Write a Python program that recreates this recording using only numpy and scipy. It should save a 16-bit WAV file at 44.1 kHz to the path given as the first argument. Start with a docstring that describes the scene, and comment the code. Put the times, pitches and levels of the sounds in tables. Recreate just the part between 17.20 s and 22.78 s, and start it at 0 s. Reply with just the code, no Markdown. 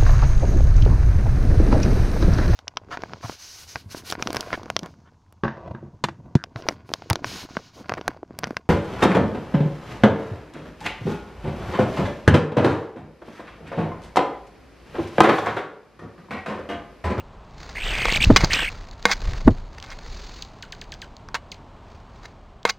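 """A garden by a house wall, where starlings squabble at a hanging wire suet cage near a small camera.
Their squeals are whistles under fast frequency modulation, with a rasp of turbulent air. Beaks and
claws knock and scrape, exciting the modes of the cage, and tick on its wire; wings rustle and shed
vortices onto the microphone. Later small wings whirr, and a bird's sharp falling chips reflect
off the wall. A dull hum and a faint hiss lie under it all."""
import sys
import numpy as np
from scipy import signal
from scipy.fft import rfft, irfft, next_fast_len
from scipy.io import wavfile
from scipy.ndimage import uniform_filter1d

SR = 44100
rng = np.random.default_rng(int(sys.argv[2]) if len(sys.argv) > 2 else 0)


def file_out(sig):
    """Save sig as 16-bit WAV at sys.argv[1]."""
    # one column per channel
    cols = np.atleast_2d(sig).T
    # limit, then scale
    lim = np.clip(cols, -1, 1)
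    pcm = np.round(lim * 32767).astype(np.int16)
    wavfile.write(sys.argv[1], SR, pcm)


N = 246078
T = np.arange(N) / SR


def from_db(db):
    """Amplitude ratio of a level in decibels."""
    return 10 ** (np.asarray(db) / 20)


def rms_one(x):
    """Normalisation to unit power."""
    return x / np.sqrt(np.mean(x ** 2) + 1e-20)


def butter(x, hz, kind="low", order=2):
    """Causal Butterworth low- or high-pass."""
    return signal.sosfilt(signal.butter(order, min(hz, .45 * SR), kind, fs=SR, output="sos"), x + 1e-18)


def noise(spectrum):
    """Spectral shaping of white noise by rows of (f/Hz, level/dB); unit power."""
    hz, db = np.transpose(spectrum)
    size = next_fast_len(N)
    f = np.arange(size // 2 + 1) * SR / size
    gain = from_db(np.interp(np.log(f + 1e-3), np.log(hz), db)) * (f < hz[-1]) * (f > hz[0] / 2)
    return rms_one(irfft(rfft(rng.standard_normal(size)) * gain, size)[:N])


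def drift(hz):
    """Random modulation: low-passed noise of unit power."""
    return rms_one(butter(rng.standard_normal(N), hz))


def contact(size, bright_hz, low_hz):
    """Friction noise: micro-slips fill a band, their short-term power held even."""
    slips = butter(butter(rng.standard_normal(size), bright_hz), low_hz, "high")
    return slips / np.sqrt(uniform_filter1d(slips ** 2, size=SR // 700) + 1e-12)


def add(out, s, sound):
    """Superposition of a short sound, starting at time s."""
    at = max(round(s * SR), 0)
    out[at:at + len(sound)] += sound[:max(N - at, 0)]


def rubs(rows):
    """Sliding friction: bursts of contact noise under Gaussian envelopes."""
    out, t = np.zeros(N), T[:SR // 5] - .1
    for s, half_s, level_db, bright_hz, low_hz in rows:
        envelope = from_db(level_db) * np.exp(-(t / half_s) ** 2)
        add(out, s + t[0], envelope * contact(len(t), bright_hz, low_hz))
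    return out


def wall(x, echo_db, scatter_db, delay_s=0.026, decay_s=0.025):
    """Reflection and scattering: one echo from the house wall, a diffuse tail from fence and ground."""
    t = T[:SR // 4]
    tail = rng.standard_normal(len(t)) * np.exp(-t / decay_s)
    scattered = signal.fftconvolve(x, tail / np.sqrt(np.sum(tail ** 2)))[:N]
    return x + from_db(echo_db) * np.interp(T - delay_s, T, x) + from_db(scatter_db) * scattered


# Spectrum of the garden hum: f/Hz, relative level/dB
HUM_SPECTRUM = [(15, -30.5), (25, -5), (86, -9.5), (174, -16), (195, -15), (256, -19.5), (335, -22.5),
                (392, -20.5), (429, -20.5), (470, -24.5), (630, -20.5), (1080, -22.5), (2040, -41.5),
                (5500, -58), (7150, -83), (12100, -120)]

def garden(hum_db=-44.5, hiss_db=-57.5):
    """Stationary ambient noise: a dull hum and a faint hiss."""
    hum = from_db(hum_db) * noise(HUM_SPECTRUM)
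    return hum + from_db(hiss_db) * rms_one(butter(rng.standard_normal(N), 4500))


# Spectra of moving air and of feathers: f/Hz, relative level/dB
DRAUGHT_SPECTRUM = [(15, -8), (28, 8.5), (60, -7.5), (110, -13), (220, -23.5), (500, -38.5), (1500, -65.5)]
FEATHER_SPECTRUM = [(150, -0.5), (500, 3), (1000, 1), (2000, 0), (3200, -5), (4500, 3), (5500, -2)]
# Flurries of wings: peak t/s, half length/s, draught level/dB, rustle level/dB
FLURRIES = [(0.43, 0.053, -62, -53.5), (.72, 0.22, -44, -49), (1.098, 0.41, -14, -40.5),
            (2.06, .19, -25.5, -46.5), (2.293, 0.17, -20, -61.5), (2.924, 0.41, -34.5, -54),
            (3.663, 0.26, -45.5, -65.5), (4.73, 0.069, -53.5, -60.5), (5.024, 0.096, -49.5, -58)]

def flurries(breeze_db=-58.5, reach=0.46, draught_gain_db=-1.5, rustle_gain_db=6.0, ruffle_db=4.0):
    """Friction and turbulence: feathers rustle through each flurry, moving air rumbles near its peak."""
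    air, feathers = from_db(breeze_db), 0
    for s, half_s, draught_db, rustle_db in FLURRIES:
        away = np.abs(T - s) / half_s
        air = air + from_db(draught_db) * np.exp(-away / reach)
        feathers = feathers + from_db(rustle_db) * np.exp(-away ** 2)
    draught = air * from_db(draught_gain_db) * noise(DRAUGHT_SPECTRUM)
    rustle = feathers * from_db(rustle_gain_db + ruffle_db * drift(68)) * noise(FEATHER_SPECTRUM)
    return draught + rustle


def whirr(from_s=2.917, to_s=3.18, attack_s=0.075, release_s=0.048, beat_hz=41.7, level_db=-42):
    """Periodic forcing: small hovering wings hum at their beat rate, which also modulates their swish."""
    beat = np.cos(2 * np.pi * beat_hz * T)
    swish = from_db(1) * (1 + .5 * beat) * butter(noise(FEATHER_SPECTRUM), 3000, "high")
    envelope = np.exp(-np.maximum(from_s - T, 0) / attack_s - np.maximum(T - to_s, 0) / release_s)
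    return from_db(level_db) * envelope * (np.sqrt(2) * beat + swish)


# Runs of wing flaps: first t/s, length/s, level/dB
FLAP_RUNS = [(.665, .4, -31.5), (1.365, .09, -26.5), (2.022, .15, -38.5)]

def flaps(period_s=.063, half_s=0.0065, bright_hz=1300, low_hz=250):
    """A periodic train of dull noise pulses: feathers slap the air and each other."""
    return rubs([(s, half_s, db, bright_hz, low_hz) for first_s, length_s, db in FLAP_RUNS
                 for s in np.arange(first_s, first_s + length_s, period_s)])


# Hard wing strokes: t/s, half length/s, level/dB, eddy f/Hz, lead of the air pushed ahead/s
HARD_STROKES = [(1.103, 0.0055, -2.5, 248.3, .031), (2.279, 0.006, -2.5, 242, .017)]

def gusts(bow_s=.008, bow_db=-10, bow_hz=51.6, lag_s=.015, wake_s=0.012, wake_db=-9, wake_hz=104.6):
    """Air displacement: a hard stroke makes three puffs, the bow of air ahead, the vortex and its wake."""
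    puffs = []
    for s, half_s, db, hz, lead_s in HARD_STROKES:
        bow = (s - lead_s, bow_s, db + bow_db, bow_hz)
        wake = (s + lag_s, wake_s, db + wake_db, wake_hz)
        puffs += [bow, (s, half_s, db, hz), wake]
    return puffs


# Softer wing strokes: t/s, half length/s, level/dB, eddy f/Hz
SOFT_STROKES = [(1.238, 0.003, -8, 144), (2.08, .014, -19, 39.4), (2.13, 0.014, -24.5, 40.3)]

def buffets(wander=0.22, eddy_db=-3.0, eddy_reach=2.57, onset=2.9, release=1.02):
    """Vortex shedding: each stroke gives the microphone a sudden pressure swing with finer turbulence."""
    out, t = np.zeros(N), T[:SR // 5] - .1
    for s, half_s, level_db, hz in SOFT_STROKES + gusts():
        unsteady = rms_one(butter(rng.standard_normal(len(t)), hz, order=3))
        eddies = rms_one(butter(rng.standard_normal(len(t)), hz * eddy_reach, order=3))
        turns = np.cumsum(hz * (1 + wander * unsteady)) / SR
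        swing = -np.sqrt(2) * np.cos(2 * np.pi * (turns - turns[len(t) // 2]))
        envelope = 1 / np.cosh(np.where(t < 0, onset, release) * t / half_s)
        add(out, s + t[0], from_db(level_db) * envelope * (swing + from_db(eddy_db) * eddies))
    return out


# Claw tips touching the wire: t/s, level/dB
TICKS = [(0.249, -49), (1.712, -26.5), (1.8267, -24), (2.6007, -23.5), (2.626, -17), (2.6623, -30),
         (2.7033, -25.5), (3.7399, -20.5), (3.9669, -26), (2.018, -24), (5.4302, -30)]

def ticks(gain_db=4.0, decay_s=0.00054, bright_hz=6000, edge_hz=3200):
    """Light impacts: so brief a contact has a spectrum that reaches far into the treble."""
    out, t = np.zeros(N), T[:SR // 100]
    for s, level_db in TICKS:
        envelope = from_db(level_db + gain_db) * np.exp(-t / decay_s)
        add(out, s, envelope * contact(len(t), bright_hz, edge_hz))
    return butter(out, edge_hz, "high", order=3)


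# Claw scrapes: peak t/s, half length/s, level/dB, lower edge f/Hz
SCRAPES = [(1.21, 0.008, -24, 605), (1.245, 0.0065, -19.5, 400), (1.335, 0.0049, -20, 2470),
           (1.356, 0.003, -22, 2520), (1.922, 0.011, -15.5, 1020), (2.584, 0.0027, -38.5, 1200),
           (2.644, 0.0075, -38.5, 1190), (2.72, 0.014, -37.5, 1160), (5.057, 0.005, -37.5, 1210),
           (5.498, 0.0078, -20, 985)]

def scrapes(drag_db=-11, drag_hz=1900, slide_hz=8500, brightening=.22, grain_db=4.0):
    """Stick-slip friction: a claw drags dully, then slides fast; the harder the slide, the brighter."""
    drags, slides = [], []
    for s, half_s, db, low_hz in SCRAPES:
        drags.append((s - 1.9 * half_s, 2 * half_s, db + drag_db, drag_hz, low_hz))
        slides.append((s, half_s, db, slide_hz * from_db(brightening * db), low_hz))
    return rubs(drags + slides) * from_db(grain_db * drift(380))


# Hard knocks on the cage: t/s, level/dB, rattle decay/s, upper edge f/Hz, lower edge f/Hz
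KNOCKS = [(0.854, -10.5, 0.0027, 2600, 197), (.884, -13, 0.0017, 2430, 300), (.924, -6, 0.00049, 5930, 795),
          (.96, -16, 0.0037, 4980, 499), (1.1616, 0, 0.0055, 4860, 409), (1.167, -2, .004, 5820, 400),
          (1.337, -12.5, 0.0012, 5900, 1500), (1.392, -14.5, 0.0026, 1890, 1000),
          (1.854, 3, 0.0016, 4400, 300), (4.087, -28.5, 0.0012, 1660, 1010),
          (4.1438, -19.5, 0.0089, 2620, 1238), (4.151, -18, 0.0066, 2036, 1237),
          (5.4516, -7, 0.0041, 1720, 745)]

def knocks(push_db=-8.0, push_s=0.00045, shudder_db=-24, shudder_s=.016):
    """Impulsive excitation: a brief push, a decaying rattle and a longer shudder of the cage."""
    force, t = np.zeros(N), T[:SR // 10]
    push = from_db(push_db) * t / push_s * np.exp(1 - t / push_s)
    for s, level_db, rattle_s, bright_hz, low_hz in KNOCKS:
        rattle = np.exp(-t / rattle_s) * contact(len(t), bright_hz, low_hz)
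        shudder = np.exp(-t / shudder_s) * contact(len(t), bright_hz=1900, low_hz=680)
        add(force, s, from_db(level_db) * (push + rattle + from_db(shudder_db) * shudder))
    return force


# Normal modes of the feeder: f/Hz, level/dB, T60/s
FEEDER_MODES = [(195, -24, 0.23), (480, -16, 0.06), (770, -14.5, 0.025), (920, -13, 0.026),
                (1112, -16, 0.056), (1546, -12.5, 0.023), (1847, -14, 0.021), (2128, -13.5, 0.059),
                (2920, -27.5, 0.12), (3400, -22.5, 0.011), (3926, -13.5, 0.032), (4340, -4, 0.012),
                (4900, 2.5, 0.0079), (5090, -0.5, 0.0037)]

def feeder(force, direct_db=-2.5, ring_db=-27.0, hollow_hz=3000, hollow_q=5.8):
    """Modal resonance: contact force drives damped modes and is also heard directly, through a notch."""
    force = butter(force, 200, "high") + 1e-18
    out = from_db(direct_db) * signal.lfilter(*signal.iirnotch(hollow_hz, hollow_q, fs=SR), force)
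    for hz, level_db, t60 in FEEDER_MODES:
        radius, angle = from_db(-60 / (t60 * SR)), 2 * np.pi * hz / SR
        pole_real = radius * np.cos(angle)
        ring = signal.lfilter([1, -pole_real], [1, -2 * pole_real, radius ** 2], force)
        out += from_db(level_db + ring_db) * ring
    return out


# Falling chips: t/s, level/dB, f/Hz after the plunge, length/s
CHIPS = [(3.221, -20, 1640, 0.0055), (3.4228, -27, 1685, 0.023), (3.5208, -25, 1735, 0.017),
         (3.612, -26.5, 1740, 0.013), (3.718, -26, 1780, 0.019), (3.8154, -26.5, 1794, 0.026),
         (4.315, -24, 2240, 0.013)]

def chips(start_hz=6000, fall_s=0.0043, sag_hz_per_s=13000, attack_s=.0024, fade_s=0.0022, held=0.28):
    """Frequency sweep: each chip plunges within milliseconds; harmonics grow as it settles and sags."""
    out, t = np.zeros(N), T[:SR // 16]
    shape = np.minimum(t / attack_s, 1) ** 2 * (held + np.exp(-np.maximum(t - attack_s, 0) / fade_s))
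    for s, level_db, end_hz, length_s in CHIPS:
        plunge_hz = (start_hz - end_hz) * np.exp(-(t / fall_s) ** 1.59)
        hz = end_hz + plunge_hz - sag_hz_per_s * np.minimum(t, 2 * length_s)
        phase = 2 * np.pi * np.cumsum(hz) / SR
        overtones = from_db(-5) * np.sin(2 * phase) + from_db(-12) * np.sin(3 * phase)
        tone = np.sin(phase) + np.minimum(end_hz / hz, 1) * overtones
        add(out, s, from_db(level_db) * shape * np.exp(-(t / length_s) ** 3) * tone)
    return out


# Spectrum of the air in a squeal: f/Hz, relative level/dB
RASP_SPECTRUM = [(300, -25), (900, -20.5), (1300, -7), (1750, 2), (2500, 3), (3600, -10.5), (5500, -15.5)]
# Starling squeals: t/s, length/s, base f/Hz, arch height/Hz, time to its top/s, upward swing/Hz,
# initial warble rate/Hz, level/dB, swell over the call/dB, rasp level/dB
SQUEALS = [(-.03, 0.046, 2720, 4, .02, 250, 81, -41.5, -16, 0),
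           (0.55, 0.36, 2093, 800, .125, 1251, 80.4, -28.5, 8, -2),
           (0.887, .09, 2265, -2, .045, 1987, 64, -21, 6, -15),
           (0.998, 0.051, 2615, 4, .03, 2010, 69, -17, 7.5, -13),
           (1.3, .194, 1991, 820, .095, 1055, 82, -24.5, -6, -1)]

def squeals(scoop_hz=448.8, scoop_s=0.022, arch_s=0.063, attack_s=0.0063, slowing=.33, jitter=0.028):
    """Frequency modulation: a rasping whistle is thrown upward some sixty times a second, unevenly."""
    out, waver = np.zeros(N), drift(350)
    flicker_db, rasp = 6 * np.tanh(drift(290)), noise(RASP_SPECTRUM)
    stumble, reach = .22 * drift(70), 1 + .2 * np.tanh(drift(90))   # warbles vary in timing and width
    for s, length_s, base_hz, arch_hz, top_s, swing_hz, rate_hz, call_db, swell_db, hoarse_db in SQUEALS:
        t = np.clip(T - s, 0, length_s)
        progress = t / length_s
        envelope = uniform_filter1d((progress < 1) * (1 - np.exp(-t / attack_s)), size=180)
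        push_db = swell_db * (progress - .5)
        gain = from_db(call_db + push_db)
        arch = np.exp(-((t - top_s) / arch_s) ** 2)
        low_hz = base_hz - scoop_hz * np.exp(-t / scoop_s) + arch_hz * arch   # starts flat, then arches
        warble = np.pi * rate_hz * t * (1 - slowing * progress / 2) + stumble
        throw = 1 - np.abs(np.sin(warble)) ** .96   # round troughs, pointed tops
        hz = low_hz + swing_hz * from_db(.38 * push_db) * reach * throw   # wider when louder
        phase = 2 * np.pi * np.cumsum(hz * (1 + jitter * waver)) / SR
        strain = from_db(-4) * np.sqrt(gain)   # pushed harder, the tone turns harsh
        whistle = np.sqrt(2) * (np.sin(phase) + strain * np.sin(2 * phase))
        effort_db = -.5 - 4 * throw - 2 * np.sin(2 * warble)   # strongest as the pitch starts to rise
        rasp_db = hoarse_db - 10 * (1 - np.sin(np.pi * progress))   # hoarsest in mid-call
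        voice = from_db(effort_db + flicker_db) * whistle + from_db(rasp_db) * rasp
        out += gain * envelope * voice
    return out


def scene(right_db=0.6, fade_from_s=5.01, fade_db_per_s=10):
    """Superposition: near sounds are almost dry and a little to the right; the farther chips echo more."""
    near = squeals() + feeder(scrapes() + knocks()) + ticks() + flaps()
    near = wall(near, echo_db=-37.5, scatter_db=-23.5)
    far = wall(chips(), echo_db=-15.0, scatter_db=-10.5)
    ambience, buffeting = garden(), buffets()
    background = ambience + flurries() + whirr()
    fade = from_db(-fade_db_per_s * np.maximum(T - fade_from_s, 0))
    pan = from_db(right_db * np.array([[-.5], [.5]]))
    return background * fade + buffeting + far + near * pan


def record(dry, step=4, overload=.94, soften_hz=11500, cutoff_hz=16000):
    """Spectral imaging: the camera overloads at a quarter rate; interpolation mirrors sound upward."""
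    coarse = np.clip(butter(dry, 5800, order=8)[:, ::step], -overload, overload)
    joined = np.array([np.interp(np.arange(N), np.arange(0, N, step), side) for side in coarse])
    softened = butter(joined, soften_hz, order=1)
    return signal.sosfilt(signal.ellip(10, .1, 70, cutoff_hz, fs=SR, output="sos"), softened)


dry = scene()
out = record(dry)
file_out(out)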